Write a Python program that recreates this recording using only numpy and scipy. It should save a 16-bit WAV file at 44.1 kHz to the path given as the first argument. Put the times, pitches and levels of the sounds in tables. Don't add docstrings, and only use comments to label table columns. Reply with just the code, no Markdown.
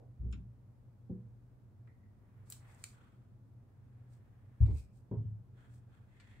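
import sys
import numpy as np
from scipy import signal
from scipy.fft import rfft, irfft, next_fast_len
from scipy.io import wavfile

SR = 44100
rng = np.random.default_rng(int(sys.argv[2]) if len(sys.argv) > 2 else 0)


def int16_out(signal):
    q = np.round(np.clip(np.atleast_2d(signal).T, -1, 1) * 32767)
    wavfile.write(sys.argv[1], SR, q.astype(np.int16))


N = 282237


def from_db(db):
    return 10 ** (np.asarray(db) / 20)


def unit_energy(x):
    return x / np.sqrt(np.mean(np.sum(x ** 2, axis=-1)) + 1e-20)


def at_hz(points, hz):
    knots_hz, values = np.array(points).T
    return np.interp(np.log(hz + 1), np.log(knots_hz), values)


def band(x, low_hz, high_hz):
    edges_hz = np.clip([low_hz, high_hz], 10, [SR / 2 - 2000, SR / 2 - 1000]) + [0, 1]
    return signal.sosfilt(signal.butter(2, edges_hz, "band", fs=SR, output="sos"), x)


def resonate(x, hz, width_hz):
    radius = np.exp(-np.pi * width_hz / SR)
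    feedback = [1, -2 * radius * np.cos(2 * np.pi * hz / SR), radius ** 2]
    return signal.lfilter(np.array([1, 0, -1]) * (1 - radius ** 2) / 2, feedback, x)


def resonances(x, table):
    return sum(from_db(db) * resonate(resonate(x, hz, width_hz), hz, width_hz)
               for hz, width_hz, db in table)


def ring(modes, t):
    return sum(from_db(db - 60 * t / t60_s) * np.sin(2 * np.pi * hz * t) for hz, db, t60_s in modes)


def noise(spectrum, size):
    # freq_hz, correlation
    likeness = [(60, 1), (120, 0.37), (280, 0.97), (550, 0.33), (1100, 0.19), (4000, 0.0027), (12000, 0.12)]
    padded = next_fast_len(size)
    hz = np.fft.rfftfreq(padded, 1 / SR)
    mid, side = rfft(rng.standard_normal((2, padded))) * from_db(at_hz(spectrum, hz))
    alike = at_hz(likeness, hz)
    left_right = np.sqrt(1 + alike) * mid + np.sqrt(1 - alike) * side * [[1], [-1]]
    out = irfft(left_right, padded)[:, :size]
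    return out / out.std()


def flutter(per_s):
    position = np.arange(N) * per_s / SR
    count = int(position[-1]) + 2
    return np.interp(position, np.arange(count), rng.standard_normal(count))


def add(out, start_s, sound):
    start = round(start_s * SR)
    out[..., start:start + sound.shape[-1]] += sound[..., :N - start]


def room_tone(air_db=-62.5):
    # freq_hz, density_db
    air = [(25, -26), (45, -1.5), (70, -5.5), (100, 3), (150, -7.5), (220, -7.5), (320, -16.5), (500, -21),
           (900, -27), (1500, -34), (3000, -45.5), (6000, -49), (15000, -51.5)]
    # pitch_hz, width_hz, level_db
    drones = [(100.3, 9.6, -64.5), (120.25, 6.24, -60)]
    out = from_db(air_db) * noise(air, N)
    for hz, width_hz, db in drones:
        narrow = resonate(rng.standard_normal(N + SR), hz, width_hz)
        drone = resonate(narrow, hz, 2 * width_hz)[SR:]
        out += from_db(db) * drone / drone.std()
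    return out


def thuds(events, modes, clatter_t60_s=0.33):
    # freq_hz, density_db
    dense_modes = [(40, -6.5), (120, 10), (220, -0.5), (410, -7.5), (560, -17), (750, -20), (1040, -20.5),
                   (1200, -27.5), (5000, -45)]
    out, t = np.zeros((2, N)), np.arange(SR) / SR
    body = unit_energy(ring(modes, t))
    for start_s, db, low_hz, high_hz, rise_s, clatter_db in events:
        clatter = unit_energy(noise(dense_modes, SR) * from_db(-60 * t / clatter_t60_s))
        onset = 1 - np.exp(-(t / rise_s) ** 2)
        ringing = (body + from_db(clatter_db) * clatter) * onset
        add(out, start_s, from_db(db) * unit_energy(band(ringing, low_hz, high_hz)))
    return out


def clicks(releases, shell_resonances, metal_modes, spread=0.87, snap_db=13.0):
    out, t = np.zeros((2, N)), np.arange(SR // 2) / SR
    metal = unit_energy(ring(metal_modes, t))
    snap = from_db(snap_db) * (t == 0)
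    for start_s, db, decay_s, low_hz, high_hz, ring_db in releases:
        mid, side = rng.standard_normal((2, len(t))) * np.exp(-t / decay_s) + 1e-18
        force = snap + mid + spread * side * np.array([[1], [-1]])
        shell = unit_energy(resonances(force, shell_resonances))
        click = band(shell + from_db(ring_db) * metal, low_hz, high_hz)
        add(out, start_s, from_db(db) * unit_energy(click))
    return out


def room(x, wet_db=-7.5, build_s=0.002, low_t60_s=0.26, treble_t60_s=0.18, split_hz=9800):
    t = np.arange(SR // 2) / SR
    white = rng.standard_normal((2, len(t)))
    low = signal.sosfiltfilt(signal.butter(2, split_hz, fs=SR, output="sos"), white)
    tail = low * from_db(-60 * t / low_t60_s) + (white - low) * from_db(-60 * t / treble_t60_s)
    response = unit_energy(tail * (1 - np.exp(-t / build_s)))
    return x + from_db(wet_db) * signal.fftconvolve(x, response, axes=-1)[:, :N]


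def far_crossbow(dry_share=0.5):
    # start_s, energy_db, low_hz, high_hz, rise_s, clatter_db
    echo_and_thuds = [(0.0, -30.5, 444, 795, 0.0028, 13), (0.174, 0, 43.7, 75.7, 0.054, -1),
                      (0.200, -15.5, 130, 468, 0.082, 6), (0.318, -15.5, 98, 249, 0.012, 12),
                      (0.395, -19, 81, 203.4, 0.0047, -9), (1.093, -6, 110, 440, 0.0058, -6),
                      (1.228, -15, 105, 141, 0.0066, -10)]
    # pitch_hz, level_db, t60_s
    stock = [(61.2, -2.5, 0.5), (95, -18.5, 0.15), (115.6, -1, 0.68), (186.3, 5, 0.33), (216.5, -5.5, 0.44),
             (325, -17, 0.21), (374, -11.5, 0.34), (484, -16.5, 0.6), (521, -3.5, 0.097),
             (790, -9.5, 0.084)]
    # start_s, energy_db, decay_s, low_hz, high_hz, ring_db
    releases = [(0.3150, -53, .002, 7000, 12000, -5), (0.3255, -37, 0.003, 2980, 9000, -3),
                (0.3290, -31, 0.016, 1200, 4200, -11)]
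    # centre_hz, width_hz, gain_db
    shell = [(1400, 630, 2.5), (2500, 1000, 2), (3170, 1400, -5), (5370, 1600, -6), (8250, 1600, -8)]
    # pitch_hz, level_db, t60_s
    metal = [(1390, 0, 0.16), (3650, -11, 0.11), (5250, -1, 0.082), (7100, -2, 0.097)]
    fittings = clicks(releases, shell, metal)
    return thuds(echo_and_thuds, stock) + dry_share * fittings + (1 - dry_share) * room(fittings)


def near_crossbow():
    # start_s, energy_db, decay_s, low_hz, high_hz, ring_db
    releases = [(1.8728, -44.5, 0.0087, 750, 1940, -19), (2.5005, -23, 0.0042, 7040, 16000, -25),
                (2.51, -32.5, 0.022, 1500, 15000, -21), (2.523, -22, 0.0043, 1970, 14500, -22),
                (2.7473, -45.5, 0.0011, 4500, 11500, -22), (2.8398, -18.5, 0.0014, 1980, 10500, -27.5),
                (4.611, -48.5, 0.0046, 1490, 7000, -28), (4.656, -39.5, 0.035, 1303, 5000, -11.5),
                (4.706, -44, 0.03, 1200, 3780, -19), (4.7690, -42.5, 0.017, 1080, 7200, -15.5),
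                (6.199, -38, 0.011, 1400, 5170, -8.5)]
    # centre_hz, width_hz, gain_db
    shell = [(1200, 1100, -1.5), (2235, 450, -3), (4320, 3300, -2.5), (5760, 1100, -8), (7750, 2040, 3.5),
             (9000, 4400, -10.5), (11670, 1900, -5.5), (15000, 2000, -0.5)]
    # pitch_hz, level_db, t60_s
    metal = [(1410, -2, 0.088), (2020, -6.5, .15), (2330, -2, .07), (2670, -8.5, .07), (2890, -6.5, .07),
             (3890, -13, .08)]
    # start_s, energy_db, low_hz, high_hz, rise_s, clatter_db
    landings = [(4.603, 13.5, 45.4, 103, 0.003, -4), (4.609, -32.5, 602, 1400, 0.0028, 14.5),
                (4.650, -16.5, 262, 980, 0.033, 8), (4.690, 1.5, 43.6, 84.4, 0.0088, 0.5),
                (5.111, -4, 147.4, 1040, 0.0029, -6.5), (5.166, -1.5, 95, 159.3, 0.0013, -8.5),
                (5.236, -4, 95, 162.4, 0.013, -8), (5.292, -10.5, 98, 143, 0.023, -10.5)]
    # pitch_hz, level_db, t60_s
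    stock = [(50.6, -1, 0.35), (70.1, 6.5, 0.26), (106.8, 9, 0.27), (178, -6.5, 0.53), (241.8, -8.5, 0.42),
             (353.5, -10, 0.13), (402, -8, 0.3), (439, -14, 0.34), (538, -17, 0.26), (750, -23.5, 0.1),
             (943, -19.5, 0.23), (980, -20, 0.13)]
    return thuds(landings, stock) + room(clicks(releases, shell, metal) + buzzes())


def buzzes(decay_s=0.06, width_share=0.13):
    # start_s, energy_db, pitch_hz
    parts = [(1.874, -43.5, 1940), (2.03, -49.5, 1920), (4.68, -42.5, 2154), (4.755, -42.5, 2500),
             (4.76, -47.5, 5060), (5.113, -57, 3175), (5.224, -58, 3060)]
    out, t = np.zeros((2, N)), np.arange(SR // 2) / SR
    for start_s, db, hz in parts:
        chatter = rng.standard_normal((2, len(t))) * np.exp(-t / decay_s)
        buzz = resonances(chatter, [(hz, width_share * hz, 0)])
        add(out, start_s, from_db(db) * unit_energy(buzz))
    return out


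def rubbing(swell_share=0.6, release_s=0.12, rasp_width_hz=600, grain_db=2.0, catches_per_s=120):
    # start_s, end_s, drag_db, rasp_db, rasp_hz
    strokes = [(2.079, 2.834, -74, -92, 1620), (2.583, 2.721, -70, -74.5, 1990),
               (2.80, 3.06, -76.5, -74, 1290), (3.45, 4.586, -81, -87.5, 1710),
               (5.52, 5.648, -76, -73.5, 1450), (5.866, 5.966, -79.5, -76.5, 1420),
               (6.06, 6.374, -77, -69.5, 1900)]
    # freq_hz, density_db
    skin = [(300, -4.5), (500, 0.5), (950, 2.5), (1600, -1), (2200, -4.5), (3500, -19), (5000, -30),
            (9000, -24)]
    # centre_hz, width_hz, gain_db
    hollow = [(2455, 260, -7), (3220, 570, -9.5), (4120, 240, -16), (7400, 2500, -21)]
    out, t = np.zeros((2, N)), np.arange(2 * SR) / SR
    for start_s, end_s, drag_db, rasp_db, rasp_hz in strokes:
        length_s = end_s - start_s
        swell = np.minimum(t / (swell_share * length_s), 1)
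        fade = np.exp(-np.maximum(t - length_s, 0) / release_s)
        rasp = resonances(rng.standard_normal((2, len(t))), [(rasp_hz, rasp_width_hz, 0), *hollow])
        drag = from_db(drag_db) * noise(skin, len(t))
        add(out, start_s, swell * fade * (drag + from_db(rasp_db) * rasp / rasp.std()))
    return out * from_db(grain_db * flutter(catches_per_s))


def swishes(grain_db=2.0, tufts_per_s=220):
    # middle_s, half_length_s, level_db
    sweeps = [(2.543, 0.056, -67), (2.716, 0.046, -76.5), (2.861, 0.077, -68.5), (4.139, 0.042, -80),
              (4.693, 0.043, -89.5), (4.787, 0.055, -69.5), (4.974, 0.045, -82.5), (5.749, 0.046, -78.5),
              (6.312, 0.33, -101)]
    # freq_hz, density_db
    pile = [(2000, -17.5), (4500, -5.5), (6300, -7), (8200, 0), (10500, -12), (15000, -15)]
    t = np.arange(N) / SR
    envelope = sum(from_db(db) * np.exp(-((t - middle_s) / half_s) ** 2)
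                   for middle_s, half_s, db in sweeps)
    return envelope * noise(pile, N) * from_db(grain_db * flutter(tufts_per_s))


def scene():
    return far_crossbow() + near_crossbow() + rubbing() + swishes() + room_tone()


def record(dry):
    cutoff_hz = 15650
    return signal.sosfilt(signal.ellip(10, 0.2, 80, cutoff_hz, fs=SR, output="sos"), dry)


dry = scene()
out = record(dry)
int16_out(out)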